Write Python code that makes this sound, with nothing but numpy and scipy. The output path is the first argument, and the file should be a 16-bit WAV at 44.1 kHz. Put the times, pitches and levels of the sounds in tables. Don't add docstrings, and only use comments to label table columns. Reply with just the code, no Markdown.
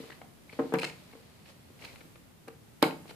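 import sys
import numpy as np
from scipy import signal
from scipy.fft import rfft, irfft
from scipy.io import wavfile

SR = 44100
rng = np.random.default_rng(int(sys.argv[2]) if len(sys.argv) > 2 else 0)


def put_to_file(sound):
    columns = np.atleast_2d(sound).T
    safe = np.clip(columns, -1, 1)
    whole_steps = np.round(safe * 32767)
    wavfile.write(sys.argv[1], SR, whole_steps.astype(np.int16))


N = 138915

# freq_hz, gain_db
CLASH_SPECTRUM = [(150, -33), (450, 2), (630, -1), (850, 1.5), (1300, 2.5), (1750, -15.5), (2200, -7.5),
                  (2900, -5), (3400, -8), (4500, -5), (6300, -21), (8000, -34), (15000, -22)]
# freq_hz, gain_db
RATTLE_SPECTRUM = [(150, -37), (300, 17), (450, 10), (630, 12.5), (800, 14.5), (1100, 6), (1400, 6),
                   (1750, -4), (2300, -9), (3400, -5), (4500, -3.5), (6300, -26), (8500, -12), (15000, -39)]
# pitch_hz, level_db, t60_s
STEEL_MODES = [(2235, -4, 0.14), (2396, -24, 0.15), (2440, -8, 0.12), (2800, 13, 0.044), (3208, -15, 0.14),
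               (3620, -12.5, 0.1), (4081, 5, 0.15)]
# freq_hz, gain_db
THUMP_SPECTRUM = [(40, -39), (100, -21), (190, -3), (300, 16), (390, -1), (700, -24), (1500, -20),
                  (5000, -72)]
def ring_snap():
    out = np.zeros((2, N))
    shut_s, lag_s = 2.8252, 0.001
    seat_s = shut_s + lag_s
    kick_s = seat_s + lag_s
    add(out, colour(burst(t60_s=0.022), CLASH_SPECTRUM), seat_s, level_db=5.5, pan_db=4)
    rattle = burst(t60_s=0.14) * chatter()
    add(out, colour(rattle, RATTLE_SPECTRUM), kick_s, level_db=4, pan_db=1)
    add(out, modes(STEEL_MODES), seat_s, level_db=-9.5, pan_db=4)
    add(out, colour(signal.unit_impulse(SR), THUMP_SPECTRUM), kick_s, level_db=2, pan_db=1)
    add(out, knock(force_db=9, bass_hz=162, contact_hz=1310), kick_s, level_db=9, pan_db=1)
    return out


def chatter(contacts_per_s=250, scatter_db=5):
    contact_db = scatter_db * rng.standard_normal(contacts_per_s + 1)
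    return undb(np.repeat(contact_db, SR // contacts_per_s)[:SR])


# pitch_hz, level_db, t60_s
DESK_MODES = [(152, -10, 0.58), (183.4, -7.5, 0.62), (231.5, -12, 0.23), (275.8, 1.5, 0.28),
              (302.5, -6.5, 0.046), (330.2, 1.5, 0.1), (447, 0, 0.1), (476.4, 1.5, 0.066), (604, -5, 0.047),
              (759, -6, 0.096), (815, -9, 0.039), (913, -6.5, 0.044), (1065, -15.5, 0.07), (1210, 0, 0.021),
              (1504, -6, 0.055)]
# freq_hz, gain_db
COVER_SPECTRUM = [(100, -30), (300, -5), (480, -1), (610, -6), (760, 0), (950, -2), (1300, 1), (2500, -5),
                  (5000, -9), (8000, -5), (15000, -8)]
def knock(force_db, bass_hz, contact_hz):
    lightness_db = max(-force_db, 0)
    decay_scale = undb(-0.3 * lightness_db)
    damped_modes = [(hz, db, t60_s * decay_scale) for hz, db, t60_s in DESK_MODES]
    desk = undb(0.07 * lightness_db) * modes(damped_modes)
    cover = undb(-0.5) * unit(colour(burst(t60_s=0.075 * decay_scale), COVER_SPECTRUM))
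    return cut_bass(soften(desk + cover, contact_hz), bass_hz)


# start_s, level_db, bass_cut_hz, contact_cutoff_hz, pan_db
KNOCK_CUES = [(0.002, -11.5, 159, 290, 2), (0.04, -20.5, 199, 930, -1), (0.1, -25, 343, 1830, 8),
              (0.216, -21.5, 656, 1160, 2), (0.53, -23, 385, 870, 2), (0.5904, 0, 300, 710, 5),
              (0.594, 3, 276, 690, -1), (0.6024, -2, 255, 515, 1), (0.622, -13, 300, 600, -1),
              (0.655, -14, 300, 650, 1), (0.7234, -4.5, 330, 960, 4), (0.728, -14, 450, 700, -3),
              (0.739, 8, 121, 1320, 2), (0.7412, -3.5, 665, 1290, 5), (0.752, -19, 130, 890, 2),
              (0.833, -6, 530, 895, -1), (1.135, -24, 346, 805, 2), (1.153, -23, 334, 805, 0),
              (1.703, -27, 290, 580, 0), (1.841, -23.5, 340, 885, 2), (2.012, -27, 617, 2010, 3),
              (2.052, -21, 120, 258, -1), (2.158, -29.5, 566, 1410, 1), (2.476, -24.5, 400, 1210, 0),
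              (2.481, -18.5, 423, 1310, 3.5), (2.4848, -18, 330, 1130, 2), (3.056, -25, 330, 1100, 1),
              (3.094, -23.5, 310, 1530, 4), (3.11, -21.5, 308, 1510, 2)]
# pitch_hz, level_db, t60_s
HOLLOW_MODES = [(715, 4, 0.22), (781.4, -4, 0.22)]
def binder_knocks():
    out = np.zeros((2, N))
    for start_s, level_db, bass_hz, contact_hz, pan_db in KNOCK_CUES:
        add(out, knock(level_db, bass_hz, contact_hz), start_s, level_db, pan_db)
    add(out, modes(HOLLOW_MODES), start_s=0.216, level_db=-25.5)
    return out


# start_s, level_db, hold_s, edge_pitch_hz, edge_gain_db, cutoff_hz, pan_db
CRACKLE_CUES = [(0.102, -21.5, 0.0047, 1870, 6, 2290, 2), (0.117, -21.5, 0.014, 1700, 1, 2080, -1),
                (0.216, -29, 0.0021, 2150, -2, 2540, 0), (0.494, -24, 0.0078, 2240, 24, 1900, 6),
                (0.526, -24, 0.01, 2190, 7, 3430, 3), (0.7547, -17, 0.0016, 2360, 13, 2600, 0),
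                (0.7865, -15, 0.0011, 2420, 4, 7500, 6), (0.791, -13.5, 0.00076, 2330, 13, 5000, 5),
                (0.795, -14.5, 0.0055, 2580, 9, 10900, -5), (0.8177, -10.5, 0.004, 2620, 15, 6900, 4),
                (0.8307, -8.5, 0.0025, 2900, 19, 6650, 1), (0.842, -7, 0.0078, 2100, 6.5, 6800, 5),
                (0.849, -12.5, 0.0027, 2700, 13, 7460, -6), (0.869, -20, 0.0093, 2170, 15, 6000, 4),
                (0.8967, -19.5, 0.003, 2240, 13, 6000, 1), (1.129, -31, 0.011, 2200, 3, 2200, 1),
                (1.458, -32, 0.005, 2540, 3, 3500, .5), (1.791, -33, 0.0095, 2250, 5, 3540, 1),
                (1.822, -25.5, 0.0036, 2200, 15, 3500, 6), (1.838, -23.5, 0.0089, 2300, 3, 4220, 4),
                (1.848, -17.5, 0.0076, 2600, 5, 5230, -2), (1.867, -26, 0.037, 2200, 14, 5000, 8),
                (1.958, -28, 0.0017, 2260, -8, 2240, 5), (2.007, -29.5, 0.0067, 2210, 0, 3000, 4),
                (2.156, -34, 0.0042, 2270, 3, 4070, 6), (2.481, -26.5, 0.006, 1790, -4, 3530, -4),
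                (2.8214, -10.5, 0.0046, 2130, 4, 2500, -7), (2.836, -2.5, 0.005, 2250, 8, 2500, 3),
                (2.908, -20, 0.0016, 1830, 2, 1800, 6), (3.079, -33, 0.0019, 2280, 3, 5180, 5),
                (3.092, -24.5, 0.019, 2190, 0, 4100, 0)]
# freq_hz, gain_db
SHEET_SPECTRUM = [(150, -28), (600, -12), (1500, -7), (2000, -3), (2900, -2), (3400, -9), (3800, -8),
                  (4120, 0), (4600, -4), (5200, -9.5), (5900, -16), (8500, -9), (10500, -11), (15000, -16)]
def paper_crackles(t60_s=0.011, edge_width_hz=185, stereo_width=0.54):
    out, t = np.zeros((2, N)), np.arange(SR) / SR
    for start_s, level_db, hold_s, edge_hz, edge_db, cutoff_hz, pan_db in CRACKLE_CUES:
        envelope = np.exp(-np.log(1000) * np.maximum(t - hold_s, 0) / t60_s)
        mid_side = rng.standard_normal((2, SR)) * np.array([[1], [stereo_width]])
        slips = mid_side * rng.exponential(size=SR) * envelope
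        sheet = colour(spread(slips), SHEET_SPECTRUM)
        edge = signal.lfilter(*signal.iirpeak(edge_hz, edge_hz / edge_width_hz, fs=SR), sheet)
        add(out, soften(sheet + undb(edge_db) * edge, cutoff_hz), start_s, level_db, pan_db)
    return out


# start_s, peak_s, end_s, level_db
SLIDE_CUES = [(-0.1, 0.005, 0.27, -52.5), (0.432, 0.544, 2.4, -57), (0.808, 0.819, 0.91, -43),
              (1.438, 1.5, 1.53, -57.5), (1.779, 1.821, 2.07, -53), (3.055, 3.11, 3.12, -49.5)]
# freq_hz, gain_db
FRICTION_SPECTRUM = [(150, 4), (600, 13), (1500, 2.5), (2000, 7), (2600, 6), (3400, 3.5), (4400, 5),
                     (5800, -4), (8500, -6), (15000, -10)]
def paper_slides(grains_per_s=500, scatter_db=1.5):
    t = np.arange(N) / SR
    swells = sum(undb(level_db) * np.interp(t, [start_s, peak_s, end_s], [0, 1, 0]) ** 1.38
                 for start_s, peak_s, end_s, level_db in SLIDE_CUES)
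    noise = rng.standard_normal((2, N))
    grain_db = scatter_db * np.repeat(rng.standard_normal(N), SR // grains_per_s)[:N]
    friction = colour(spread(noise * undb(grain_db)), FRICTION_SPECTRUM)
    return np.sqrt(N) * unit(soften(friction, cutoff_hz=13500)) * swells


# start_s, level_db, pan_db
TICK_CUES = [(0.738, -19, 3), (0.753, -33, -4), (1.848, -27.5, 0), (2.481, -30.5, -5), (2.488, -44, -2),
             (2.8249, -12.5, -15), (2.8285, -15, -6)]
# freq_hz, gain_db
TICK_SPECTRUM = [(1000, -25), (4000, -8), (6000, -5), (8000, 0), (11000, -3), (15000, -8)]
def ring_ticks():
    out = np.zeros((2, N))
    for start_s, level_db, pan_db in TICK_CUES:
        add(out, colour(burst(t60_s=0.011), TICK_SPECTRUM), start_s, level_db, pan_db)
    return out


# freq_hz, t60_s
REVERB_DECAY = [(120, 0.49), (400, 0.3), (1000, 0.36), (3000, 0.3), (7000, 0.33), (15000, 0.21)]
# freq_hz, gain_db
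REVERB_SPECTRUM = [(60, -17), (150, 1), (280, -3), (460, 0), (620, -0.5), (900, -2.5), (2500, -3.5),
                   (4500, -4.5), (7000, 0), (15000, 2.5)]
def room_reverb(x, send_db=-5, predelay_s=0.0092):
    hz = np.fft.rfftfreq(SR, 1 / SR)
    noise_spectrum = rfft(spread(rng.standard_normal((2, SR))))
    tail = np.zeros((2, SR))
    for centre_hz in SR / 2 ** np.arange(1, 11):
        octave = np.clip(1 - abs(np.log2((hz + 1) / centre_hz)), 0, 1)
        tail += irfft(noise_spectrum * octave, SR) * fade(curve(REVERB_DECAY, centre_hz))
    onset = np.clip(np.arange(SR) / SR / predelay_s - 1, 0, 1)
    tail = colour(unit(tail * onset), REVERB_SPECTRUM)
    return undb(send_db) * signal.fftconvolve(x.mean(axis=0)[None], tail, axes=-1)[:, :N]


# freq_hz, gain_db
RUMBLE_SPECTRUM = [(20, -16), (50, -9.5), (80, 1.5), (160, 2), (260, -5), (500, -18), (1500, -32),
                   (6000, -84)]
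def room_rumble(level_db=-60.5):
    rumble = colour(spread(rng.standard_normal((2, N))), RUMBLE_SPECTRUM)
    return np.sqrt(N) * unit(rumble) * undb(level_db)


# freq_hz, gain_db
HISS_SPECTRUM = [(30, -4), (150, 13.5), (400, 5), (1000, -2), (3000, -6.5), (6000, -11.5), (10000, -10.5),
                 (15000, -13)]
# time_s, lift_fraction
HISS_RIDE = [(0, 1), (.35, 0.42), (.9, 0.74), (1.3, 0.09), (1.652, 0.3), (1.95, 1), (2.35, 0.13),
             (2.75, 0.36), (2.95, 1)]
def microphone_hiss(floor_db=-59.5, lift_db=5):
    lift = np.interp(np.arange(N) / SR, *np.array(HISS_RIDE).T)
    hiss = colour(rng.standard_normal((2, N)), HISS_SPECTRUM)
    return np.sqrt(N) * unit(hiss) * undb(floor_db + lift_db * lift)


def modes(table, scatter_db=3.5):
    t = np.arange(SR) / SR
    offsets_db = scatter_db * rng.standard_normal(len(table))
    return unit(sum(undb(level_db + offset_db) * fade(t60_s) * np.sin(2 * np.pi * pitch_hz * t)
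                    for (pitch_hz, level_db, t60_s), offset_db in zip(table, offsets_db)))


def burst(t60_s):
    return spread(rng.standard_normal((2, SR))) * fade(t60_s)


def fade(t60_s):
    return np.exp(-np.log(1000) * np.arange(SR) / SR / t60_s)


def spread(mid_side, split_hz=1050):
    mid, side = mid_side[0], cut_bass(mid_side[1], split_hz, order=1)
    return np.array([mid + side, mid - side])


def colour(x, spectrum, size=4096):
    gain = undb(curve(spectrum, np.fft.rfftfreq(size, 1 / SR)))
    cepstrum = irfft(np.log(gain))
    cepstrum[1:size // 2] *= 2
    cepstrum[size // 2 + 1:] = 0
    impulse = irfft(np.exp(rfft(cepstrum)))
    return signal.fftconvolve(np.atleast_2d(x), impulse[None], axes=-1)[:, :x.shape[-1]]


def soften(x, cutoff_hz):
    return signal.sosfilt(signal.butter(2, cutoff_hz, fs=SR, output="sos"), x)


def cut_bass(x, cutoff_hz, order=2):
    return signal.sosfilt(signal.butter(order, cutoff_hz, "high", fs=SR, output="sos"), x)


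def curve(points, hz):
    freqs_hz, values = np.array(points).T
    return np.interp(np.log(hz + 1), np.log(freqs_hz), values)


def undb(db):
    return 10 ** (np.asarray(db) / 20)


def unit(x):
    return x / np.sqrt(np.mean(np.sum(x ** 2, axis=-1)))


def add(out, x, start_s, level_db, pan_db=0):
    start = int(start_s * SR)
    x = unit(x) * undb(level_db + np.array([[pan_db], [-pan_db]]) / 2)
    out[:, start:start + x.shape[1]] += x[:, :N - start]


def scene():
    handling = binder_knocks() + paper_crackles() + paper_slides() + ring_ticks() + ring_snap()
    close = cut_bass(handling, cutoff_hz=204)
    return close + room_reverb(close) + room_rumble() + microphone_hiss()


def record(dry):
    top_hz = 14750
    return signal.sosfilt(signal.ellip(10, .2, 80, top_hz, fs=SR, output="sos"), dry)


dry = scene()
out = record(dry)
put_to_file(out)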